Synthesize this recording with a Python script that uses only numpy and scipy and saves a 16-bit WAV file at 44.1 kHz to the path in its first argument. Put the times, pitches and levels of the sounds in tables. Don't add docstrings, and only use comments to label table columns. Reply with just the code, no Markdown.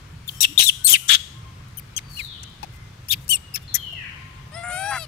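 import sys
import numpy as np
from scipy import signal
from scipy.fft import rfft, irfft, next_fast_len
from scipy.io import wavfile
from scipy.ndimage import uniform_filter1d

SR = 44100
rng = np.random.default_rng(int(sys.argv[2]) if len(sys.argv) > 2 else 0)


def magnitude_from_level(level_db):
    exponent = np.asarray(level_db, float) / 20
    return 10 ** exponent


def master(y):
    cut = np.clip(np.atleast_2d(y).T, -1, 1)
    pcm = np.round(cut * 32767)
    wavfile.write(sys.argv[1], SR, pcm.astype(np.int16))


N = 223926

# (frequency [Hz], density [dB per Hz])
AIR_SPECTRUM = [(12, -48.5), (30, -8.5), (125, 1.5), (214, -16.5), (670, -26.5), (1150, -21.5), (3380, -28),
                (15600, -46.5)]
# (frequency [Hz], correlation [-1..1])
AIR_LIKENESS = [(25, 1), (150, 0.99), (300, 0.72), (600, 0.0324), (1650, 0.15), (5000, 0.034)]
# (frequency [Hz], level [dB])
AIR_LEAN = [(300, 0), (700, 2.5), (1650, 3.5), (5000, 9), (15000, 4)]
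# (start [s], length [s], level [dB])
RUSTLES = [(0.255, 0.16, -42.5), (0.841, 0.00304, -20.5), (1.387, 0.0038, -52.5), (2.628, 0.0046, -40),
           (3.29, .003, -22.5), (1.684, 0.0022, -43.5), (2.07, 0.23, -44), (2.496, 0.008, -50),
           (2.716, 0.063, -51), (3.056, 0.0091, -55.5), (3.193, .07, -50), (3.28, 0.0023, -27.5),
           (3.616, 0.027, -50), (3.923, 0.016, -49), (4.474, .01, -61)]

# (time [s], pitch [Hz], level [dB], treble lift of the open mouth [dB])
SHRIEKS = [
    [(.405, 3700, -14, 5.5), (.41, 3880, -9.5, 8), (.422, 3900, -12, 1.5), (.439, 3575, -8, -6),
     (.445, 3090, -3, -13.5), (.453, 2690, -4.5, -20), (.459, 2530, -36, -20.5)],
    [(.577, 3445, 3, -5.5), (.59, 3956, -5, 3.5), (.62, 3783, -11, 1), (.66, 4020, -13.5, 12.5),
     (.67, 3567, -7, 3.5), (.686, 3464, -8, 6), (.694, 3210, -1, -12), (.702, 2570, -9, -15)],
    [(.845, 4080, -7, 26), (.861, 4367, -7.5, 15), (.872, 4210, -8, 9), (.877, 3403, -7, 13.5),
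     (.926, 3261, -7, 15.5), (.944, 2990, 2, -6.5), (.962, 2077, -10.5, -19.5), (.972, 1870, -36, -19)],
    [(1.078, 3335, -32, 14), (1.088, 3420, -16.5, 9.5), (1.092, 3450, -2.5, -6), (1.125, 3304, -1.5, -14),
     (1.153, 3336, -2, -10), (1.159, 3426, -13.5, -9), (1.169, 3440, -19.5, -13), (1.174, 3350, -40, -20)],
]
# (time [s], pitch [Hz], level [dB], treble lift of the open mouth [dB])
YELPS = [
    [(3.084, 2176, -29.5, 0.5), (3.096, 3285, -28, 3.5), (3.108, 3600, -20.5, -14.5),
     (3.113, 3733, -16, -10.5), (3.128, 3570, -14, -7), (3.138, 2623, -21, -12.5),
     (3.148, 2140, -35.5, -37)],
    [(3.2925, 2720, -14.5, 16), (3.304, 3050, -15, 17), (3.32, 3117, -13, -0.5), (3.335, 2870, -14.5, 0.5),
     (3.346, 2795, -14, 0.5), (3.359, 2627, -17, 18), (3.364, 2450, -35.5, 2), (3.378, 2010, -39.5, -8.5)],
]
# (time [s], pitch [Hz], level [dB])
PEEPS = [
    [(.277, 3540, -30), (.287, 3545, -26.5), (.291, 3370, -18.5), (.297, 2890, -26)],
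    [(1.771, 3090, -31), (1.788, 3030, -30), (1.792, 2770, -46), (1.8, 2110, -29)],
    [(1.964, 3090, -18), (1.972, 3303, -26), (1.979, 3136, -20), (1.985, 2400, -36.5), (1.994, 1970, -26)],
    [(2.16, 2414, -51.5), (2.175, 2980, -32), (2.187, 2837, -35), (2.197, 2517, -24), (2.213, 2125, -31),
     (2.222, 2010, -50)],
    [(2.43, 1454, -36), (2.437, 1510, -36), (2.444, 1340, -44)],
    [(3.539, 2463, -35), (3.546, 2660, -22.5), (3.556, 2656, -20.5), (3.561, 2153, -21), (3.568, 1696, -34),
     (3.585, 1687, -44)],
    [(3.741, 2000, -18), (3.752, 1916, -14.5), (3.762, 2008, -23), (3.78, 1654, -42)],
]
# (size factor on throat, chest [dB], second [dB], third [dB], top [dB]),
# levels against the main resonance
MOUTHS = [(0.991, -35, -1.5, 1, -7), (1.05, -44, -10, -7.5, -13.5), (0.95, -35, -9, -7.5, -9.5),
          (0.983, -4, -6.5, -3.5, -16.5), (0.96, -23, 3.5, -7, -1.5), (0.99, -43.5, -21, -0.5, -15),
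          (1.2, -19, -17, -17, -10), (0.943, -21.5, 0, -3.5, 8.5), (1.013, 2, 2, -1.5, -12),
          (.9, -4, -15, -10.5, -17.5), (0.61, 9, 0, -1, 1), (0.977, 0, 3, -35, -6.5),
          (1.12, 9.5, 16.5, 1, 15.5)]
SHEEN_DB = [-1.5, -2.5, -4.5, -3, 7.5, -0.5, 6, 5.1, 4, 3.5, -3, 3.5, -17.5]
# (centre [Hz], width [Hz], level [dB])
THROAT = [(1800, 470, 1.5), (3350, 1480, 1.5), (5800, 1690, 2.5), (8180, 1520, 0.5), (10570, 2700, 0.5),
          (13300, 4500, -0.5), (13700, 780, -7)]
# (time [s], pitch [Hz], level [dB])
CLUCK = [(2.629, 954, -27.5), (2.637, 843, -29.5), (2.65, 660, -43)]
# (time [s], [(centre [Hz], width [Hz], level [dB])])
CLUCK_THROAT = [(2.63, [(816, 240, 9), (2440, 660, 2), (4500, 3300, -6), (11540, 7300, -21.5)])]
# (time [s], pitch [Hz], level [dB])
UNDERTONE = [(.586, 3582, -17), (.596, 3274, -7.5), (.608, 2907, -10.5), (.625, 2836, -16.5),
             (.64, 2890, -20.5)]
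# (time [s], [(centre [Hz], width [Hz], level [dB])])
UNDERTONE_THROAT = [(.6, [(3105, 1200, 0.5), (5700, 1700, -3.5), (8700, 1500, -15)])]
# (start [s], length [s], depth [dB])
STUTTERS = [
    (.425, .03, 1.5),
    (.93, .035, 3),
    (1.076, .1, 2.5),
]
# (start [s], length [s], chaos [0-1], share of lines between harmonics [0-1])
STRAIN = [(.293, .008, .5, .1), (.4, .025, .45, 1.1), (.422, .02, .65, .2), (.44, .025, .4, .04),
          (.587, .07, .55, .15), (.664, .03, .26, .6), (.69, .02, .3, .05), (.874, .056, .82, .3),
          (.93, .045, .33, .03), (1.07, .11, .63, .1), (1.794, .01, .45, .15), (1.96, .022, .15, .6),
          (2.425, .024, .4, .15), (2.62, .035, .4, .13), (3.113, .04, .6, .5), (3.302, .04, .17, .5),
          (1.982, .02, .55, .2), (2.155, .07, .14, .1), (3.364, .02, .7, .1), (3.564, .025, .9, .4),
          (3.735, .05, .7, .2), (4.51, .12, .15, .12), (4.632, .04, .35, .45), (4.67, .05, .25, .3),
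          (4.914, .056, .62, 1.1)]

# (time [s], pitch [Hz], level [dB])
SQUEALS = [
    [(2.03, 4750, -61), (2.13, 4390, -46.5), (2.22, 3836, -44), (2.3, 3470, -44), (2.375, 2840, -52)],
    [(3.676, 4420, -32.5), (3.7, 3700, -55), (3.75, 3308, -44.5), (3.85, 2970, -38.5), (3.95, 2723, -43),
     (4.09, 2125, -48.5)],
    [(3.92, 2400, -70), (3.98, 1965, -40), (4.07, 1430, -54.5), (4.12, 1270, -71)],
]
# (start [s], length [s], pitch [Hz], end pitch [Hz], level [dB])
WHISTLES = [(0.3, 0.089, 3120, 3108, -52), (0.485, 0.052, 265, 318, -43.5), (0.71, 0.16, 1500, 1495, -64.5),
            (1.019, 0.038, 1400, 1370, -56.5), (1.281, 0.29, 1070, 1043, -60.5),
            (2.717, 0.08, 2057, 2050, -63), (3.38, 0.16, 2915, 2800, -58.5), (.33, .075, 5700, 5200, -58.5),
            (.36, .035, 8020, 7600, -62), (3.618, 0.064, 3520, 3480, -60.5),
            (3.816, 0.107, 5330, 5510, -72), (3.926, 0.014, 690, 680, -51.5),
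            (4.004, 0.25, 1092, 1020, -63), (4.142, 0.28, 1059, 1042, -62.5)]

# (time [s], pitch [Hz], level [dB])
COO_HIGH = [(4.518, 593, -45.5), (4.57, 678, -32.5), (4.632, 689, -37), (4.637, 708, -30.5),
            (4.76, 721.5, -29), (4.78, 750, -30), (4.895, 832, -25.5), (4.96, 767, -25.5),
            (4.988, 674, -30.5)]
# (time [s], pitch [Hz], level [dB])
COO_LOW = [(4.692, 530.5, -43), (4.728, 622, -32.5), (4.814, 645.3, -34.5), (4.99, 672, -33.5),
           (5.032, 637.5, -34), (5.056, 575, -40.5)]
# (time [s], [(centre [Hz], width [Hz], level [dB])])
HIGH_THROAT = [
    (4.62, [(715, 650, 5), (2010, 600, -3), (3350, 1400, -10.5), (5100, 320, -2.5), (8900, 1300, -7)]),
    (4.645, [(770, 117, 11), (1340, 270, 6), (2000, 900, -1.5), (7400, 460, -3), (9400, 700, -5.5)]),
    (4.87, [(880, 160, 2.5), (1410, 1260, -5), (2010, 640, -12.5), (5780, 510, -17), (9100, 1200, -21)]),
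]
# (time [s], [(centre [Hz], width [Hz], level [dB])])
LOW_THROAT = [
    (4.72, [(600, 600, 10), (2500, 800, 5), (3500, 2100, 4), (5800, 1600, -4), (9390, 2100, 10)]),
    (5.02, [(650, 1110, -1), (2820, 460, 3), (4300, 1300, 2.5), (8000, 3300, -12.5), (11300, 2100, -10)]),
]

# (frequency [Hz], t60 [s])
WOOD_T60 = [(500, 0.12), (1500, 1.13), (3200, 0.91), (6000, 1.11), (12000, 0.86)]
# (frequency [Hz], loss [dB])
CALL_SHADOW = [(300, 6.5), (700, 23), (1300, 2.5), (2400, 11), (4400, 14.5), (8000, 22), (15000, 31)]
# (frequency [Hz], loss [dB])
COO_SHADOW = [(380, 0), (700, 18), (1300, 2), (2400, 11.5), (4400, 15.5), (8100, 21), (15000, 45)]

AIR_DB = -43.5
RUSTLE_LOW_HZ, RUSTLE_TOP_HZ = 5140, 14970
GAPE_OPEN_DB, GAPE_SHUT_DB = 13.5, -18
STUTTER_HZ = 170
STRAIN_EDGE_S, CALM_CHAOS, CALM_LINES = 0.017, 0.035, 0.0349
HOOT_OVERTONE_DB = -13
EDGE_HZ = 15800


def evened(x):
    return x / np.sqrt(np.mean(abs(x) ** 2) + 1e-20)


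def read(points, hz):
    f, value = np.transpose(points)
    return np.interp(np.log(hz + 1), np.log(f + 1), value)


def add(mix, start_s, sound):
    part = mix[round(start_s * SR):][:len(sound)]
    part += sound[:len(part)]


def wander(shape, hz):
    noise = rng.standard_normal(shape)
    return evened(signal.lfilter(*signal.butter(3, hz, fs=SR), noise))


def coloured(x, points_db, sign=1):
    size = next_fast_len(N)
    gain = magnitude_from_level(sign * read(points_db, np.fft.rfftfreq(size, 1 / SR)))
    return irfft(rfft(x, size) * gain, size)[..., :N]


def air():
    frames, hz = N // 512 + 5, np.fft.rfftfreq(2048, 1 / SR)
    a, b, c, d, patches = rng.standard_normal((frames, 1025, 5)).T
    patches_db = evened(uniform_filter1d(uniform_filter1d(patches, 30, 0), 8, 1))
    same = np.clip(read(AIR_LIKENESS, hz), -1, 1)[:, None]
    lean = magnitude_from_level(read(AIR_LEAN, hz) / 2)[:, None]
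    left = a + 1j * b
    right = same * left + np.sqrt(1 - same ** 2) * (c + 1j * d)
    z = np.array([left * lean, right / lean])
    z *= magnitude_from_level(read(AIR_SPECTRUM, hz)[:, None] + patches_db)
    return magnitude_from_level(AIR_DB) * evened(signal.istft(z, nperseg=2048, noverlap=1536)[1][:, :N])


def rustles():
    out = np.zeros(N)
    for start_s, length_s, db in RUSTLES:
        size = round(length_s * SR)
        grain = magnitude_from_level(db + 2.25 * wander(size, 300)) * rng.standard_normal(size)
        add(out, start_s, grain * signal.windows.tukey(size, .5))
    band = signal.butter(2, [RUSTLE_LOW_HZ, RUSTLE_TOP_HZ], "band", fs=SR, output="sos")
    return signal.sosfilt(band, out)


def strain(t):
    s, length, chaos, lines = np.transpose(STRAIN)[..., None]
    on = np.clip(np.minimum(t - s, s + length - t) / STRAIN_EDGE_S + .5, 0, 1)
    return np.maximum((on * chaos).max(0), CALM_CHAOS), np.maximum((on * lines).max(0), CALM_LINES)


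def throat_gain(shapes, t, f):
    grid_hz, out = np.arange(0, 30000, 25.), 0
    times = [s for s, _ in shapes]
    for pick, (_, modes) in zip(np.eye(len(shapes)), shapes):
        power = sum(magnitude_from_level(2 * db) / (1 + (2 * (grid_hz - hz) / width) ** 2) ** 2.26 for hz, width, db in modes)
        out = out + np.interp(t, times, pick) * np.interp(f, grid_hz, np.sqrt(power))
    return out


def voice(rows, shapes, count, order, low_hz, top_hz, smear_hz, flutter_db, patchy_db, jitter, strained=True):
    s, *columns = np.transpose(rows)
    t = np.arange(s[0], s[-1], 1 / SR)
    hz, level_db, *gape = (np.interp(t, s, c) for c in columns)
    lift_db = sum(gape)
    chaos, under = strain(t) if strained else (CALM_CHAOS, 0)
    turns = np.cumsum(hz * (1 + jitter * wander(len(t), 93.4))) / SR / count
    k = np.arange(1, int(top_hz * count / hz.min()) + 1)[:, None]
    f = k * hz / count
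    gain = throat_gain(shapes, t, f) * magnitude_from_level(lift_db / (1 + (4800 / f) ** 8))
    gain = gain / (1 + (f / top_hz) ** 20 + (low_hz / f) ** 5)

    loose = 1 - (1 - np.clip(chaos, 0, .99)) ** ((f / np.clip(hz, 2300, 3600)) ** 1.15)
    held = 1 - loose
    loose = loose * np.where(k % count, .55, 1)
    between = np.clip(under, 0, 2) * (k % order == 0) * (k > count)
    steady = held * np.where(k % count, between, 1)
    shake = wander(f.shape, smear_hz) + 1j * wander(f.shape, smear_hz)
    weight = gain * (steady + loose * shake / np.sqrt(count))
    weight *= magnitude_from_level(patchy_db * np.clip(f / 7000, 0.17 + chaos, 1.4) * wander(f.shape, 33.2))

    sound = (weight * np.exp(2j * np.pi * (k * turns + rng.random(k.shape)))).real.sum(0)
    power = (gain ** 2 * (steady ** 2 + 2 * loose ** 2 / count)).sum(0) / 2
    gasp = magnitude_from_level(flutter_db * np.clip(chaos, 0, 1) * wander(len(t), 515))
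    edge = np.clip(np.minimum(t - s[0], 0.5 * (s[-1] - t)) / 0.0014, 0, 1)
    return s[0], sound / np.sqrt(power) * magnitude_from_level(level_db) * gasp * edge


def closing(rows):
    times = [row[0] for row in rows]
    gape_db = np.interp(times, [times[0], times[-1]], [GAPE_OPEN_DB, GAPE_SHUT_DB])
    return np.column_stack([rows, gape_db])


def chirps():
    out = np.zeros(N)
    calls = SHRIEKS + YELPS + [closing(rows) for rows in PEEPS]
    for rows, (mouth, chest_db, second_db, third_db, top_db), sheen_db in zip(calls, MOUTHS, SHEEN_DB):
        levels = [chest_db, 0, second_db, third_db, top_db, top_db + sheen_db, top_db + sheen_db]
        modes = [(hz * mouth, width, db + level) for (hz, width, db), level in zip(THROAT, levels)]
        add(out, *voice(rows, [(0, modes)], count=4, order=2, low_hz=1414, top_hz=15800,
                        smear_hz=372, flutter_db=-2.0, patchy_db=3.0, jitter=0.01))
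    add(out, *voice(CLUCK, CLUCK_THROAT, count=2, order=1, low_hz=503, top_hz=15500,
                    smear_hz=400, flutter_db=2.0, patchy_db=1.5, jitter=0.04))
    add(out, *voice(UNDERTONE, UNDERTONE_THROAT, count=1, order=1, low_hz=1400, top_hz=12000,
                    smear_hz=298, flutter_db=-11.5, patchy_db=-3.0, jitter=0.0119))
    depth_db = np.zeros(N)
    for start_s, length_s, db in STUTTERS:
        add(depth_db, start_s, db * signal.windows.tukey(round(length_s * SR), .3))
    return out * magnitude_from_level(depth_db * np.clip(wander(N, STUTTER_HZ) - .5, -3, 1))


def far_whistles():
    out = np.zeros(N)
    for start_s, length_s, hz, end_hz, db in WHISTLES:
        size = round(length_s * SR)
        glide_hz = np.linspace(hz, end_hz, size) * (1 + 0.006 * wander(size, 80))
        turn = 2 * np.pi * np.cumsum(glide_hz) / SR
        overtones = (np.sin(2 * turn) + np.sin(3 * turn)) * (900 < hz < 1600)
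        tone = np.sin(turn) + magnitude_from_level(HOOT_OVERTONE_DB) * overtones
        level = magnitude_from_level(db + 3.0 * wander(size, 25)) * signal.windows.tukey(size, .4)
        add(out, start_s, np.sqrt(2) * tone * level)
    return out


def far_squeals():
    out = np.zeros(N)
    for rows in SQUEALS:
        s, hz, db = np.transpose(rows)
        t = np.arange(s[0], s[-1], 1 / SR)
        glide_hz = np.interp(t, s, hz) * (1 + 0.00372 * wander(len(t), 70))
        tone = np.sin(2 * np.pi * np.cumsum(glide_hz) / SR)
        level = magnitude_from_level(np.interp(t, s, db)) * signal.windows.tukey(len(t), .03)
        add(out, s[0], np.sqrt(2) * tone * level)
    return out


def coos():
    out = np.zeros(N)
    add(out, *voice(COO_HIGH, HIGH_THROAT, count=3, order=1, low_hz=630, top_hz=11900,
                    smear_hz=110, flutter_db=0.5, patchy_db=2.5, jitter=0.008))
    add(out, *voice(COO_LOW, LOW_THROAT, count=1, order=1, low_hz=439, top_hz=15100,
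                    smear_hz=200, flutter_db=18.0, patchy_db=3.5, jitter=0.0058, strained=False))
    return out


def wood(x, stretch, onset_s):
    taps = np.zeros((2, SR))
    at = np.arange(100, SR - 20, 20) + rng.integers(0, 20, (2, (SR - 101) // 20))
    np.put_along_axis(taps, at, rng.choice([-1., 1.], at.shape), 1)
    hz, t, z = signal.stft(taps, SR, nperseg=256)
    t60_s = stretch * read(WOOD_T60, hz)[:, None]
    z = z * magnitude_from_level(-60 * t / t60_s) * np.clip(t / onset_s, 0, 1)
    tail = signal.istft(z, SR, nperseg=256)[1]
    return signal.fftconvolve(x[None], tail / np.linalg.norm(tail[0]), axes=1)[:, :N]


def ports(x, shadow, late, scatter):
    paths = np.zeros(900)
    paths[late + np.array([0, 23, 61, 110, 190, 330])] = 1, -scatter, scatter, scatter, -scatter, scatter
    right = signal.oaconvolve(coloured(x, shadow, -1), paths / np.linalg.norm(paths))[:N]
    return np.array([x, right])


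def scene():
    near, soft = chirps(), coos()
    whistles, squeals = far_whistles(), far_squeals()
    echo_send = magnitude_from_level(np.interp(np.arange(N) / SR, [1.3, 1.6], [0, -9]))
    echo = magnitude_from_level([[-23], [-33]]) * wood(near * echo_send + soft, 0.59, 0.00373)
    bright = signal.sosfilt(signal.butter(2, 4500, "high", fs=SR, output="sos"), near * echo_send)
    echo += magnitude_from_level(-22) * magnitude_from_level([[0], [-22]]) * wood(bright, 0.4, 0.0027)
    far = magnitude_from_level(-5.5) * squeals + magnitude_from_level(3.0) * wood(squeals, 1.0, 0.014)
    far = far + whistles + magnitude_from_level(6.5) * wood(whistles, 0.8, .01)
    direct = ports(near + rustles(), CALL_SHADOW, 20, 1.0) + ports(soft, COO_SHADOW, 2, 0.017)
    return direct + echo + far * magnitude_from_level([[3], [-4]]) + air()


def band_limit(x):
    return signal.sosfilt(signal.butter(12, 15790, fs=SR, output="sos"), x)


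def record(dry):
    power_db = 10 * np.log10(abs(uniform_filter1d((dry ** 2).max(0), 300)) + 1e-12)
    fall_db = np.arange(N) * 56.0 / SR
    over_db = np.maximum(np.maximum.accumulate(power_db + fall_db) - fall_db + 11.5, 0)
    ducked = dry / magnitude_from_level(0.37 * uniform_filter1d(over_db, 150))
    peak_db = 10 * np.log10(abs(uniform_filter1d((ducked ** 2).max(0), 90)) + 1e-12)
    flattened = ducked / magnitude_from_level(0.27 * np.maximum(peak_db + 12, 0))
    high_pass = signal.butter(1, 250, "high", fs=SR, output="sos")
    lopsided = signal.sosfilt(high_pass, flattened ** 2 * abs(flattened))
    bent = 1.174 * flattened + 0.13 * lopsided
    low_pass = signal.firwin(511, EDGE_HZ, window=("kaiser", 9), fs=SR)
    limited = signal.oaconvolve(bent, low_pass[None], "same")
    return band_limit(np.clip(limited, -1, 1))


dry = scene()
out = record(dry)
master(out)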